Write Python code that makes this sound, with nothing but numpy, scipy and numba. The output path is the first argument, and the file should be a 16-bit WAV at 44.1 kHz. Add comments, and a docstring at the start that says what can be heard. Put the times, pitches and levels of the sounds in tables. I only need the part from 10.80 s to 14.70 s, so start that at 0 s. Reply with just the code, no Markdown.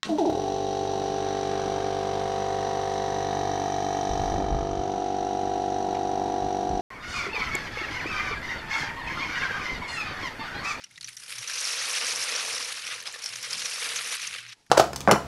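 """Small beads patter, swell and thin out as they pour into an upright cardboard tube spiked with toothpicks.
The dense stream is thousands of tiny dying sines, dry clicks and noise, in four bands that flicker.
Clusters of ringing knocks and short hard ticks stand out of it.
Behind them a quiet indoor room has noise for air, a low rumble and a sine hum that wavers."""
import sys
import numpy as np
from scipy import signal
from scipy.fft import rfft, irfft
from scipy.io import wavfile
from scipy.ndimage import uniform_filter1d
from numba import njit

SR = 44100
rng = np.random.default_rng(int(sys.argv[2]) if len(sys.argv) > 2 else 0)


def natural_amplitude(level_db):
    """Convert a level in decibels to a linear amplitude factor, elementwise."""
    exponent = np.asarray(level_db, float) / 20
    return 10 ** exponent


def inscribe(sig):
    """Save sig as 16-bit PCM at rate SR to the path in sys.argv[1].

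    A 1-D sig is mono; a 2-D sig holds one channel per row.
    Samples are clipped to [-1, 1] before scaling.
    """
    pcm = np.round(np.clip(np.atleast_2d(sig).T, -1, 1) * 32767)
    wavfile.write(sys.argv[1], SR, pcm.astype(np.int16))


N = 171990  # length in samples

# how strongly the beads pour, before surges and a small trim: t/s, level/dB
FLOW = [(0, -57), (.06, -56.5), (.085, -68), (.15, -62), (.19, -67), (.2, -68), (.215, -57.5), (.3, -54.5),
        (.355, -59.5), (.39, -53.5), (.475, -50.5), (.495, -44.5), (.65, -41.5), (.86, -34), (.97, -35),
        (1.29, -33), (1.49, -34), (1.72, -35), (1.94, -39), (2.15, -39), (2.245, -50), (2.27, -36.5),
        (2.315, -48), (2.351, -41), (2.378, -55), (2.39, -44.5), (2.41, -43.5), (2.45, -41), (2.5, -44.5),
        (2.57, -41.5), (2.61, -43), (2.63, -40.5), (2.75, -38.5), (3.04, -35), (3.19, -36), (3.358, -36),
        (3.374, -44), (3.45, -37.5), (3.49, -38.5), (3.505, -42.5), (3.55, -40), (3.62, -45.5),
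        (3.645, -49), (3.73, -50), (3.75, -68.5), (3.9, -79)]
# the band in which clusters and hard ticks are heard: low edge f/Hz, high edge f/Hz
KNOCK_EDGES = (1300, 12000)


def unit(x):
    """Scale to rms 1."""
    return x / np.sqrt(np.mean(x ** 2))


def shape(x, points, edges=None):
    """Colour a sound by (f/Hz, gain/dB) points, optionally only between two edges in Hz."""
    f = np.arange(N // 2 + 1) * SR / N + 1  # the 1 avoids log(0)
    points = np.array(points)
    gain = natural_amplitude(np.interp(np.log(f), np.log(points[:, 0]), points[:, 1]))
    if edges:
        low, high = edges
        gain = gain / np.sqrt((1 + (low / f) ** 16) * (1 + (f / high) ** 16))
    return irfft(rfft(x) * gain, N)


def walk(rate):
    """Random levels, a new one every 1 / rate s, joined by slopes; spread near 1."""
    hold = int(SR / rate)
    steps = np.repeat(rng.standard_normal(N // hold + 1), hold)
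    return unit(uniform_filter1d(steps, hold)[:N])


@njit
def rings(n, start, hz, cycles, size):
    """Each knock is a sine that dies by 60 dB in the given cycles."""
    y = np.zeros(n)
    for k in range(len(start)):
        turn = np.exp((2j * np.pi - np.log(1000.) / cycles[k]) * hz[k] / 44100.)
        z = size[k] + 0j
        first = int(start[k])
        last = first + int(cycles[k] * 44100. / hz[k])
        for j in range(max(first, 0), min(n, last)):
            y[j] += z.imag
            z *= turn
    return y


def knocks(start, hz, cycles, size):
    """Sum the rings of many knocks; a value shared by several knocks may be given once."""
    each = np.broadcast_arrays(start, hz, cycles, size)
    return rings(N, *[np.array(a).ravel() for a in each])


def clumps(count=6, handfuls=450):
    """Handfuls of beads at random moments; each chatters briefly near one pitch of picks, wall or air column."""
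    # what the handfuls ring with: f/Hz, spread between handfuls (share of f), ring/cycles, level/dB
    clump_rings = [(5800, 0.064, 50, -4.5), (2285, 0.17, 34, -12.5), (484, 0.023, 16.5, -14),
                   (246, 0.024, 12, -18)]
    out = 0
    for hz, spread, cycles, db in clump_rings:
        u = rng.random((handfuls, count + 2))
        g = rng.standard_normal((handfuls, count + 1))
        start = u[:, :1] * N - .004 * SR * np.log(u[:, 2:])  # knocks trail by 4 ms on average
        pitch = hz * np.exp(spread * g[:, :1] + 0.029 * g[:, 1:])
        strength = natural_amplitude(-2.2 * np.log(u[:, 1:2] + 0.071))  # a few handfuls are much stronger
        out = out + natural_amplitude(db) * unit(knocks(start, pitch, cycles, strength))
    return out


def bead_knocks():
    """Single beads ring at scattered moments, pitches and sizes; higher pitches ring for more cycles."""
    knocks_per_s, ring_cycles, scatter_db = 5000, 26.6, 1.5
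    u = rng.random((int(knocks_per_s * N / SR), 4)).T
    hz = 200 + 13000 * u[1]
    cycles = ring_cycles * (.5 + u[2]) * np.sqrt(hz / 3000)
    size = natural_amplitude(-scatter_db * np.log(u[3] + .002)) * np.sqrt(hz / cycles)  # even out ring energy
    return unit(knocks(u[0] * N, hz, cycles, size))


def dry_clicks():
    """Beads that do not ring: single samples of random size at random moments."""
    clicks_per_s = 700
    return unit((rng.random(N) < clicks_per_s / SR) * rng.standard_normal(N))


def stream():
    """Knocks, dry clicks, clumps and a noise wash of far knocks; the flow surges and each band flickers."""
    # edges of the four bands (tube boom, wall ticks, toothpick rings, bead sizzle): f/Hz
    band_edges = (250, 1200, 4200, 7000, 12500)
    # colour within the bands: f/Hz, relative level/dB
    stream_colour = [(150, -13), (250, -19.5), (370, -22), (473, -9.5), (773, -12), (1590, -7), (2030, -6),
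                     (2430, -3), (3490, -7), (5510, -3), (7650, -7.5), (9310, -1.5), (11000, -4.5),
                     (11700, -9), (12500, -29), (16200, -60), (22000, -120)]
    # balance against the wall ticks: t/s, tube boom/dB, toothpick rings/dB, bead sizzle/dB
    band_balance = [(0, -28, -2, -15.5), (.35, -18.5, -4, 2.5), (.6, -19.5, -5.5, -5), (.8, -15.5, 0, -7),
                    (1.3, -11, -3.5, -6.5), (1.8, -10, -2, -7), (2.0, -18.5, -5.5, -6.5),
                    (2.3, -8.5, -6.5, -10.5), (2.45, -13.5, -5.5, -7), (2.85, -16.5, -2, -6.5),
                    (3.1, -13.5, -5, -6), (3.45, -21, -7, -7), (3.6, -18.5, -13.5, -10.5),
                    (3.75, -28, -7, -17), (3.9, -1, 7, -3)]
    click_db, wash_db, trim_db = -9, -0.5, 0.5
    surge_db, jostle_db, flicker_db = 1.2, 1.67, 1.5
    full_flow_db, evening_per_db = -36, 0.1  # a full stream is even, a thin one surges more

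    wash = natural_amplitude(wash_db) * rng.standard_normal(N)
    mix = bead_knocks() + natural_amplitude(click_db) * dry_clicks() + clumps() + wash
    t = np.arange(N) / SR
    level_db = np.interp(t, *np.array(FLOW).T)
    uneven = np.clip(.5 + evening_per_db * (full_flow_db - level_db), .3, 1.05)
    surge = uneven * (surge_db * walk(40) + jostle_db * walk(200))
    times, boom, pick_rings, sizzle = np.array(band_balance).T
    out = 0
    for k, balance in enumerate((boom, 0 * boom, pick_rings, sizzle)):
        band = shape(mix, stream_colour, band_edges[k:k + 2])
        band = unit(band * natural_amplitude(surge + flicker_db * walk(60)))
        out = out + band * natural_amplitude(np.interp(t, times, balance))
    return out * natural_amplitude(trim_db + level_db)


def hum():
    """A mains hum: one sine whose phase drifts and whose level wavers."""
    # slow rise and fall of the hum, before its random waver: t/s, rms level/dB
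    hum_level = [(0.0, -82), (0.27, -64.5), (0.49, -81), (0.61, -54), (0.66, -95), (0.75, -65), (0.89, -93),
                 (1.04, -64), (1.07, -84), (1.42, -64), (1.44, -88), (1.75, -69.5), (2.07, -82),
                 (2.15, -64), (2.44, -90), (2.51, -60.5), (2.82, -79.5), (3.16, -67), (3.2, -80),
                 (3.49, -73), (3.53, -64.5), (3.71, -66), (3.82, -102), (3.9, -81)]
    hum_hz = 117.8
    t = np.arange(N) / SR
    phase = 2 * np.pi * hum_hz * t + 0.42 * walk(6.8)
    level_db = np.interp(t, *np.array(hum_level).T) + 2.2 * walk(25.7)
    return np.sqrt(2) * np.sin(phase) * natural_amplitude(level_db)


def rumble():
    """Low noise, unsteady, that grows with the flow of beads."""
    # colour of the rumble: f/Hz, relative level/dB
    rumble_colour = [(20, -11), (50, -10), (90, -3.5), (170, 0), (230, -5.5), (330, -10.5), (500, -29.5)]
    rumble_db = -68
    flow_db = np.interp(np.arange(N) / SR, *np.array(FLOW).T)
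    swell = natural_amplitude(2.8 * walk(8.9) + 0.15 * flow_db)
    return natural_amplitude(rumble_db) * unit(shape(rng.standard_normal(N), rumble_colour) * swell)


def air():
    """Quiet coloured noise whose level wavers."""
    # colour of the room air: f/Hz, relative level/dB
    air_colour = [(250, -9), (420, -7), (600, -12), (900, -6), (1100, -15.5), (5000, -13.5), (11000, -23),
                  (12300, -36), (14000, -45)]
    air_db = -69
    return natural_amplitude(air_db + 1.6 * walk(12)) * unit(shape(rng.standard_normal(N), air_colour))


def clusters(count=40):
    """A few beads land together: half the knocks ring near one pitch, the others tick across the band."""
    # clusters that stand out: t/s, level before trim and colour/dB, main ring f/Hz, mean knock delay/s
    cluster_list = [(0.0074, -39, 5060, 0.0056), (0.041, -28, 5700, 0.0025), (0.038, -26.5, 2890, 0.004),
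                    (0.108, -34.5, 2130, 0.0044), (0.157, -33, 3830, 0.0048), (0.175, -26.5, 2000, 0.0042),
                    (0.209, -23.5, 4420, 0.003), (0.226, -26, 4270, 0.0035), (0.2433, -21.5, 6000, 0.0041),
                    (0.259, -31, 5900, 0.006), (0.2725, -26, 4350, 0.0048), (0.2816, -21, 2270, 0.0044),
                    (0.2884, -23, 2160, 0.0046), (0.3665, -22, 5770, 0.0047), (0.461, -34, 5140, 0.004),
                    (0.522, -24, 2580, 0.004), (0.581, -20, 5850, 0.0045), (0.627, -22, 2010, 0.0036),
                    (0.674, -18.5, 5850, 0.0039), (0.697, -17.5, 1750, 0.0034), (0.723, -24, 2760, 0.0047),
                    (0.754, -17, 5010, 0.004), (0.784, -19, 6000, 0.0032), (1.729, -19.5, 5400, 0.0036),
                    (1.888, -20.5, 2350, 0.0038), (2.178, -26, 2000, 0.0037), (2.2004, -23, 6140, 0.0035),
                    (2.2234, -22, 1780, 0.0038), (2.255, -24.5, 3200, 0.004), (2.27, -20.5, 5100, 0.004),
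                    (2.322, -26, 7300, 0.004), (2.34, -19, 1820, 0.0045), (2.386, -29, 1760, 0.0048),
                    (2.4206, -24, 5800, 0.0044), (2.436, -17, 5400, 0.0047), (2.459, -14.5, 5370, 0.004),
                    (2.487, -23, 5140, 0.0041), (2.5566, -17, 6030, 0.0035), (2.626, -16.5, 5670, 0.004),
                    (2.644, -26, 6000, 0.0054), (2.678, -25, 3280, 0.0047), (2.707, -18, 6400, 0.0027),
                    (2.73, -12, 5130, 0.0037), (2.792, -18.5, 4970, 0.0045), (2.8554, -12.5, 5400, 0.0041),
                    (3.098, -19, 3550, 0.0045), (3.1587, -11.5, 6270, 0.0051), (3.345, -19, 2610, 0.0031),
                    (3.4145, -19.5, 6040, 0.0056), (3.471, -17, 6360, 0.0032), (3.538, -20.5, 2650, 0.004),
                    (3.5587, -21, 1860, 0.004), (3.5885, -24.5, 1660, 0.0056), (3.698, -32, 2440, 0.004),
                    (3.722, -31, 1680, 0.0043), (3.8626, -42.5, 1690, 0.004)]
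    trim_db, spread, ring_cycles, tick_db = -13, 0.016, 35, -1
    rows = np.array(cluster_list)
    time, level_db, main_hz, length = rows[:, :1], rows[:, 1:2], rows[:, 2:3], np.abs(rows[:, 3:])
    u = rng.random((len(rows), 3, count))
    g = rng.standard_normal((len(rows), count))
    # two random delays added: knocks gather, then thin out
    start = (time - length * np.log(u[:, 0] * rng.random(g.shape)) / 2) * SR
    size = natural_amplitude(level_db + trim_db) * (0.83 + u[:, 2])
    pitch = main_hz * (1 + spread * g[:, ::2])
    tonal = knocks(start[:, ::2], pitch, ring_cycles * np.sqrt(main_hz / 4000), size[:, ::2])
    tick_hz = 1600 * 7.42 ** u[:, 1, 1::2]
    chatter = knocks(start[:, 1::2], tick_hz, 15.8 * np.sqrt(tick_hz / 2000), size[:, 1::2])
    colour = [(1000, -12), (6000, -3.0), (8000, -5), (12000, -3.5)]  # f/Hz, gain/dB
    return shape(tonal + natural_amplitude(tick_db) * chatter, colour, KNOCK_EDGES)


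def ticks(count=5):
    """Lone beads click dry on the wall: each is a few very short rings that start almost together."""
    # the lone beads: t/s, level before trim/dB
    tick_list = [(0.021, -29), (0.0318, -35), (0.1397, -39), (0.1704, -39), (0.1784, -30), (0.491, -32),
                 (0.496, -24), (0.5048, -24), (2.819, -17), (2.8549, -23), (2.8794, -18), (3.1625, -23),
                 (3.19, -16), (3.2103, -21), (3.455, -25), (3.5104, -21), (3.549, -13), (3.6287, -24),
                 (3.6514, -26.5), (3.6647, -25)]
    # colour of the ticks: f/Hz, gain/dB
    tick_colour = [(1000, 0), (12000, 0)]
    rows = np.array(tick_list)
    # one ring in each of five steps from 1500 to 6000 Hz
    hz = 1500 * 4.0 ** ((np.arange(count) + rng.random((len(rows), count))) / count)
    start = (rows[:, :1] + 0.00058 * rng.random(hz.shape)) * SR
    size = natural_amplitude(rows[:, 1:2] - 9)
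    return shape(knocks(start, hz, 9.7 * np.sqrt(hz / 2500), size), tick_colour, KNOCK_EDGES)


def scene():
    """Beads, steeply low-passed at 12150 Hz, in the quiet room."""
    low_pass = signal.ellip(8, .5, 50, 12150, fs=SR, output="sos")
    beads = signal.sosfilt(low_pass, stream() + clusters() + ticks())
    return (beads + hum() + rumble() + air())[None]


def top_cut(x):
    """Nothing passes above the cut-off."""
    return signal.sosfilt(signal.butter(12, 13100, fs=SR, output="sos"), x)


def record(dry):
    """The scene is the finished mix."""
    return top_cut(dry)


dry = scene()
out = record(dry)
inscribe(out)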